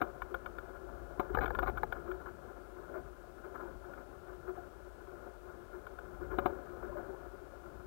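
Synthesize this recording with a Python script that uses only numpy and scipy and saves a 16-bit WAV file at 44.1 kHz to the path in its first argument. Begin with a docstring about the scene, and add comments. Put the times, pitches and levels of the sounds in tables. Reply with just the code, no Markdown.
"""On a lake, at the bow pole of a heeling catamaran, heard from inside a waterproof camera case.
Water washes, bubbles and slaps along the hollow hulls over the low hum of the wind-loaded frame.
As the sheet is worked a ratchet block clicks, fittings knock, and the rope jerks and creaks.
The recorder glitches with two faint high ticks; the case muffles the treble above about 1.7 kHz.
Only the left channel is live."""
import sys
import numpy as np
from scipy import signal
from scipy.fft import rfft, irfft
from scipy.io import wavfile
from scipy.ndimage import uniform_filter1d

SR = 44100
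rng = np.random.default_rng(int(sys.argv[2]) if len(sys.argv) > 2 else 0)


def log_audio(samples):
    """Write samples as a 16-bit WAV file to the path given in sys.argv[1]."""
    # one column per channel
    frames = np.atleast_2d(samples).T
    # limit to full scale, then quantise
    limited = np.clip(frames, -1, 1)
    pcm = np.round(limited * 32767).astype(np.int16)
    wavfile.write(sys.argv[1], SR, pcm)


N = 346626
T = np.arange(N) / SR

# steady flow along the hulls: time_s, level_db
STEADY_FLOW = [(0, -55), (2.3, -56), (3.25, -58.5), (5.0, -58.5), (6.0, -57), (7.86, -58)]
# wavelets hitting a hull: start_s, splash_db, gulp_db, length_s
WAVELETS = [(0.305, -55, -43, 0.014), (0.744, -53.5, -63, .019), (0.824, -59, -43, 0.012),
            (1.295, -49, -35, .009), (1.948, -48.5, -56, .018), (2.074, -49.5, -35.5, 0.029),
            (2.256, -46, -49, 0.025), (2.785, -63, -42.5, 0.011), (2.936, -47.5, -44, 0.027),
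            (3.437, -49, -45, 0.021), (3.54, -44.5, -54, 0.023), (3.597, -49.5, -46, 0.033),
            (3.833, -55.5, -50, 0.028), (3.974, -49, -46, 0.016), (4.266, -53.5, -48.5, 0.045),
            (4.473, -48, -34.5, 0.022), (5.069, -56, -46.5, .015), (5.728, -52.5, -45.5, 0.03),
            (6.206, -52.5, -37.5, .014), (6.301, -45, -37, 0.035), (6.486, -57, -37.5, 0.036),
            (6.821, -48, -43, 0.025), (6.966, -47, -40.5, 0.015), (7.081, -56, -40.5, 0.024)]
# resonances of hull cavity, hull skin, fittings, ratchet block: freq_hz, width_hz, gain_db
HULL_MODES = [(252, 92, -12.5), (288.3, 34.7, -9.5), (358, 21.7, 1.5), (410.6, 87, -7.5), (554.4, 58, -7),
              (614.4, 59, -10.5), (704, 35, -8), (818, 160, -23.5)]
SKIN_MODES = [(843, 150, -8.5), (1038, 73, -2), (1230, 145, -4.5), (1404, 60, 2.5), (1478, 77, -1.5),
              (1698, 114, -2.5), (2113, 99, -6), (2390, 124, -13.5), (3110, 120, -18), (3820, 240, -27)]
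FITTING_MODES = [(204, 12, -11), (372, 49.5, 0), (561, 9.1, -1), (742, 41, 1.5), (884, 20, -3.5),
                 (1019, 73, -4.5), (1223, 61, -1.5), (1392, 64, -4), (1592, 97, -6), (2145, 230, -7),
                 (2380, 84, -8.5), (2530, 75, -13), (2993, 77, -10.5), (3614, 120, -13), (3680, 85, -17),
                 (3950, 160, -12.5)]
BLOCK_MODES = [(57, 26, -7.5), (370, 140, -23), (531, 30, -4), (756, 91, -12.5), (1080, 62, -12.5),
               (1197, 47, -9.5), (1440, 77, -3.5), (1637, 105, -1.5), (1690, 284, -5.5), (2020, 160, -18),
               (2273, 67, -5.5), (3040, 190, -14.5), (3520, 270, -15.5), (3990, 83, -23.5),
               (4500, 220, -9.5)]


def undb(db):
    """Decibels to gain."""
    return 10 ** (np.asarray(db) / 20)


def unit(x):
    """Scale to rms 1."""
    return x / np.std(x)


def add(out, start_s, x):
    """Mix x in at start_s."""
    i = max(int(start_s * SR), 0)
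    out[i:i + len(x)] += x[:max(N - i, 0)]


def through(x, response):
    """Pass x through an impulse response."""
    return signal.fftconvolve(x, response)[:len(x)]


def ring(modes):
    """Impulse response of damped modes; far from the blow, neighbours swing in opposite senses."""
    t = T[:SR // 4]
    hz, width_hz, db = np.transpose(modes)[:, :, None]
    sense = (-1) ** np.arange(len(modes))[:, None]
    envelope = undb(db) * width_hz * np.exp(-np.pi * width_hz * t)
    return np.sum(sense * envelope * np.sin(2 * np.pi * hz * t), axis=0)


def colour(x, points, size=4096):
    """Minimum-phase filter through (freq_hz, gain_db) points."""
    hz, db = np.transpose(points)
    bins_hz = np.arange(size // 2 + 1) * SR / size
    gain = undb(np.interp(np.log(bins_hz + 1), np.log(hz), db))
    cepstrum = irfft(np.log(gain))
    cepstrum[1:size // 2] *= 2
    cepstrum[size // 2 + 1:] = 0
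    return through(x, irfft(np.exp(rfft(cepstrum))))


def walk(rate_hz):
    """Slewed random steps, rms near 1."""
    hold = int(SR / rate_hz)
    steps = np.repeat(rng.standard_normal(N // hold + 1), hold)
    return unit(uniform_filter1d(steps, hold)[:N])


def patter(response, rate_hz, spread_db, even_s):
    """Dense random impacts on a resonator, levelled to rms 1 over even_s."""
    sizes = undb(spread_db * np.minimum(rng.exponential(size=N), 4))
    impacts = (rng.random(N) < rate_hz / SR) * sizes * rng.choice([-1, 1], N)
    return steady(through(impacts, response), even_s)


def steady(x, even_s):
    """Even out slow swells, keeping the fine grain; rms near 1."""
    return x / np.sqrt(uniform_filter1d(x ** 2, int(even_s * SR)) + 1e-18)


def swell(length_s):
    """Envelope that peaks at half of length_s and ebbs."""
    age = T[:SR // 3] / (length_s / 2)
    return age * np.exp(1 - age)


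def wavering(pitch_hz):
    """Tone unsteady in pitch and level."""
    cycles = np.cumsum(pitch_hz * (1 + 0.03 * walk(160))) / SR
    return np.sin(2 * np.pi * cycles) * undb(1.2 * walk(130))


def strikes(events, modes, gain_db, bounce_s, bounce_db, rattle_s):
    """Blows into modes: hard contact, one bounce, brief chatter as the part seats."""
    out, t, response = np.zeros(N), T[:SR // 8], ring(modes)
    crest_factor = 10
    for start_s, level_db in events:
        chatter = rng.standard_normal(len(t)) * np.exp(-t / rattle_s)
        contact = chatter / np.linalg.norm(chatter)
        contact[0] += 1
        contact[int(bounce_s * SR)] += undb(bounce_db)
        blow = unit(through(contact, response)) / crest_factor
        add(out, start_s, undb(level_db + gain_db) * blow)
    return out


def humps_db(events):
    """Bell-shaped rise around each event."""
    return sum(db * np.exp(-((T - peak_s) / half_s) ** 2) for peak_s, db, half_s in events)


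def flow_db():
    """Steady flow level, easing as the boat slows."""
    return np.interp(T, *np.transpose(STEADY_FLOW))


def waves_db():
    """Lift from waves running along the hulls."""
    # crest_s, rise_db, half_length_s
    waves = [(0.02, 10.5, 0.052), (1.52, 8.5, 0.21), (2.02, 3.5, 0.13), (2.93, 6, 0.11), (3.63, 8, 0.082),
             (4.0, 4, 0.1), (4.55, 4, 0.093), (5.22, 4.5, 0.039), (5.52, 3.5, 0.086), (6.43, 9, .16),
             (6.95, 7.5, 0.3), (7.82, 2.5, 0.059)]
    return humps_db(waves)


def ripples_db(rise_db=4.5, length_s=0.024, count=48):
    """Quick lifts from ripples lapping at uneven intervals; mean 0."""
    lift_db = np.zeros(N)
    for k, (late, size) in enumerate(rng.random((count, 2))):
        add(lift_db, (k + late) / count * T[-1], rise_db * size * swell(length_s))
    return lift_db - lift_db.mean()


def wash():
    """Churning water drums on the hollow hull; finer spray patters on its skin."""
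    level_db = flow_db() + 1.02 * walk(35) + ripples_db()
    body = patter(ring(HULL_MODES), rate_hz=2500, spread_db=3.5, even_s=0.16)
    spray = patter(ring(SKIN_MODES), rate_hz=2200, spread_db=2.5, even_s=0.38)
    body_db = level_db + waves_db() + 0.93
    spray_db = level_db + 0.73 * waves_db() - 4
    return body * undb(body_db) + spray * undb(spray_db)


def bubbles(low_hz=450, high_hz=1700, decay_cycles=9, rise=0.062, spread_db=3, count=200):
    """Air folded under the bow wave rings briefly, rising in pitch."""
    out, t = np.zeros(N), T[:SR // 10]
    for when, pitch, size in rng.random((count, 3)):
        pitch_hz = low_hz * (high_hz / low_hz) ** pitch
        age = t * pitch_hz / decay_cycles
        cycles = np.cumsum(pitch_hz * (1 + rise * np.minimum(age, 2))) / SR
        envelope = undb(spread_db * np.log(size + 0.02)) * np.exp(-age)
        add(out, when * T[-1], envelope * np.sin(2 * np.pi * cycles))
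    return out * undb(flow_db() + waves_db())


def frame_hum(gain_db=-0.5):
    """Wind-loaded frame and rig shudder in their lowest modes, more with speed and in gusts."""
    # freq_hz, width_hz, gain_db
    frame_modes = [(41.3, 14, -18), (53.9, 10, 5.5), (116.6, 54, -11), (177, 390, -18.5)]
    # peak_s, rise_db, half_length_s
    gusts = [(1.0, 5.5, 0.13), (1.37, 13, 0.066), (1.65, 14, 0.26), (2.12, 3.5, .12), (3.05, 5.5, 0.075),
             (3.75, 7, 0.085), (4.42, 3.5, 0.17), (4.88, 3, 0.088), (6.34, 11, 0.21), (6.9, 7, 0.14),
             (7.27, 4, 0.076), (7.78, 5.5, 0.11)]
    shudder = steady(through(rng.standard_normal(N), ring(frame_modes)), even_s=0.079)
    return shudder * undb(flow_db() + humps_db(gusts) + gain_db)


def fitting_knocks():
    """Fittings knock on the frame as the load shifts."""
    # start_s, level_db
    knocks = [(0.015, -25), (1.196, -25.5), (1.347, -29), (1.628, -30), (6.385, -25), (6.458, -23.5)]
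    return strikes(knocks, FITTING_MODES, gain_db=5.5, bounce_s=0.003, bounce_db=-36, rattle_s=0.0073)


def ratchet_clicks():
    """The pawl strikes and rings the ratchet block."""
    # start_s, level_db
    clicks = [(0.219, -29.5), (0.343, -28.5), (0.460, -33), (0.584, -33.5), (1.458, -27), (1.478, -33),
              (1.549, -30), (1.588, -23), (1.773, -32.5), (1.779, -32.5), (1.924, -27.5), (2.114, -35.5),
              (3.935, -42), (5.867, -39), (5.987, -40)]
    return strikes(clicks, BLOCK_MODES, gain_db=2.5, bounce_s=0.002833, bounce_db=-4, rattle_s=0.0051)


def slaps(gain_db=-2, boom_db=-5):
    """Each wavelet splashes against the hull, which booms under it."""
    push = np.zeros(N)
    for start_s, splash_db, _, length_s in WAVELETS:
        add(push, start_s, undb(splash_db + gain_db) * swell(length_s))
    boom = patter(ring(HULL_MODES), rate_hz=1800, spread_db=2, even_s=0.04)
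    splash = patter(ring(SKIN_MODES), rate_hz=1500, spread_db=3.5, even_s=0.04)
    return push * (undb(boom_db) * boom + splash)


def gulps(pitch_hz=367.8, delay_s=0.0073, stretch=1.39, gain_db=-2.5):
    """Air trapped by each slap rings at the hull's hollow note, wavering as water squeezes it."""
    push = np.zeros(N)
    for start_s, _, gulp_db, length_s in WAVELETS:
        add(push, start_s + delay_s, undb(gulp_db + gain_db) * swell(stretch * length_s))
    return push * wavering(pitch_hz)


def glitch_ticks(decay_s=0.0011, highpass_hz=5000):
    """Two faint, sharp, high-pitched digital ticks from the recorder."""
    # start_s, level_db
    ticks = [(1.202, -15), (1.834, -23)]
    out, t = np.zeros(N), T[:SR // 50]
    for start_s, level_db in ticks:
        add(out, start_s, undb(level_db) * rng.standard_normal(len(t)) * np.exp(-t / decay_s))
    return signal.sosfilt(signal.butter(6, highpass_hz, "high", fs=SR, output="sos"), out)


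def rope_snaps():
    """The taut rope jerks in its lead."""
    # start_s, level_db
    snaps = [(1.372, -24), (1.387, -21.5), (1.505, -28), (1.833, -22.5)]
    # freq_hz, width_hz, gain_db
    rope_modes = [(377, 17, 3), (490, 37, 8.5), (710, 34, 1.5), (835, 70, 1.5), (1256, 67, -0.5),
                  (1450, 400, -9.5), (1690, 220, 4), (2280, 120, -6), (3920, 180, -12.5), (4680, 140, -1)]
    return strikes(snaps, rope_modes, gain_db=1.5, bounce_s=0.0023, bounce_db=-14, rattle_s=0.002)


def sheet_creaks():
    """The loaded sheet sticks and slips through its lead, shaking fittings and block."""
    # start_s, length_s, level_db
    creaks = [(1.406, 0.046, -35), (1.62, 0.025, -41), (1.659, 0.0255, -40.5), (1.671, 0.034, -37)]
    grip = np.zeros(N)
    for start_s, length_s, level_db in creaks:
        add(grip, start_s, undb(level_db) * signal.windows.tukey(int(length_s * SR), 0.2))
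    deck_gear = ring(FITTING_MODES) + ring(BLOCK_MODES)
    return grip * patter(deck_gear, rate_hz=700, spread_db=1.5, even_s=0.012)


def plops(length_s=0.015):
    """Single large bubbles break loose and ring above the gulps' note."""
    # start_s, level_db, pitch_hz
    large_bubbles = [(2.955, -45, 637), (4.574, -45, 712), (6.89, -43, 584), (6.955, -39.5, 584)]
    out = np.zeros(N)
    for start_s, level_db, pitch_hz in large_bubbles:
        envelope = undb(level_db) * swell(length_s)
        add(out, start_s, envelope * wavering(pitch_hz)[:len(envelope)])
    return out


def scene():
    """Deck gear, water and frame, carried through the boat, plus the glitch ticks."""
    deck_gear = ratchet_clicks() + fitting_knocks() + rope_snaps()
    water = wash() + bubbles() + slaps() + plops() + gulps()
    return np.array([deck_gear + water + frame_hum() + sheet_creaks() + glitch_ticks()])


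def record(dry, gain_db=6, hiss_db=-72, clock_hz=16000, lowpass_hz=15800):
    """The case muffles, the converter adds a faint mirror image, the microphone hisses; left only."""
    # freq_hz, gain_db
    case_response = [(15, -29), (35, -1), (1500, 1), (1720, -7.5), (1900, -16.5), (2300, -13), (3800, -16),
                     (4300, -34), (6000, -36.5), (16000, -42)]
    # freq_hz, gain_db
    hiss_spectrum = [(100, 12), (2500, 3.5), (5000, -2), (10000, -3.5), (16000, -5.5)]
    inside = undb(gain_db) * colour(dry[0], case_response)
    # mirrored about the converter clock, higher tones most strongly
    image = np.diff(inside, prepend=0) * np.cos(2 * np.pi * clock_hz * T) / 2
    hiss = undb(hiss_db + gain_db) * unit(colour(rng.standard_normal(N), hiss_spectrum))
    lowpass = signal.ellip(10, 0.2, 70, lowpass_hz, fs=SR, output="sos")
    left = signal.sosfilt(lowpass, inside + image + hiss)
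    return np.array([left, np.zeros(N)])


dry = scene()
out = record(dry)
log_audio(out)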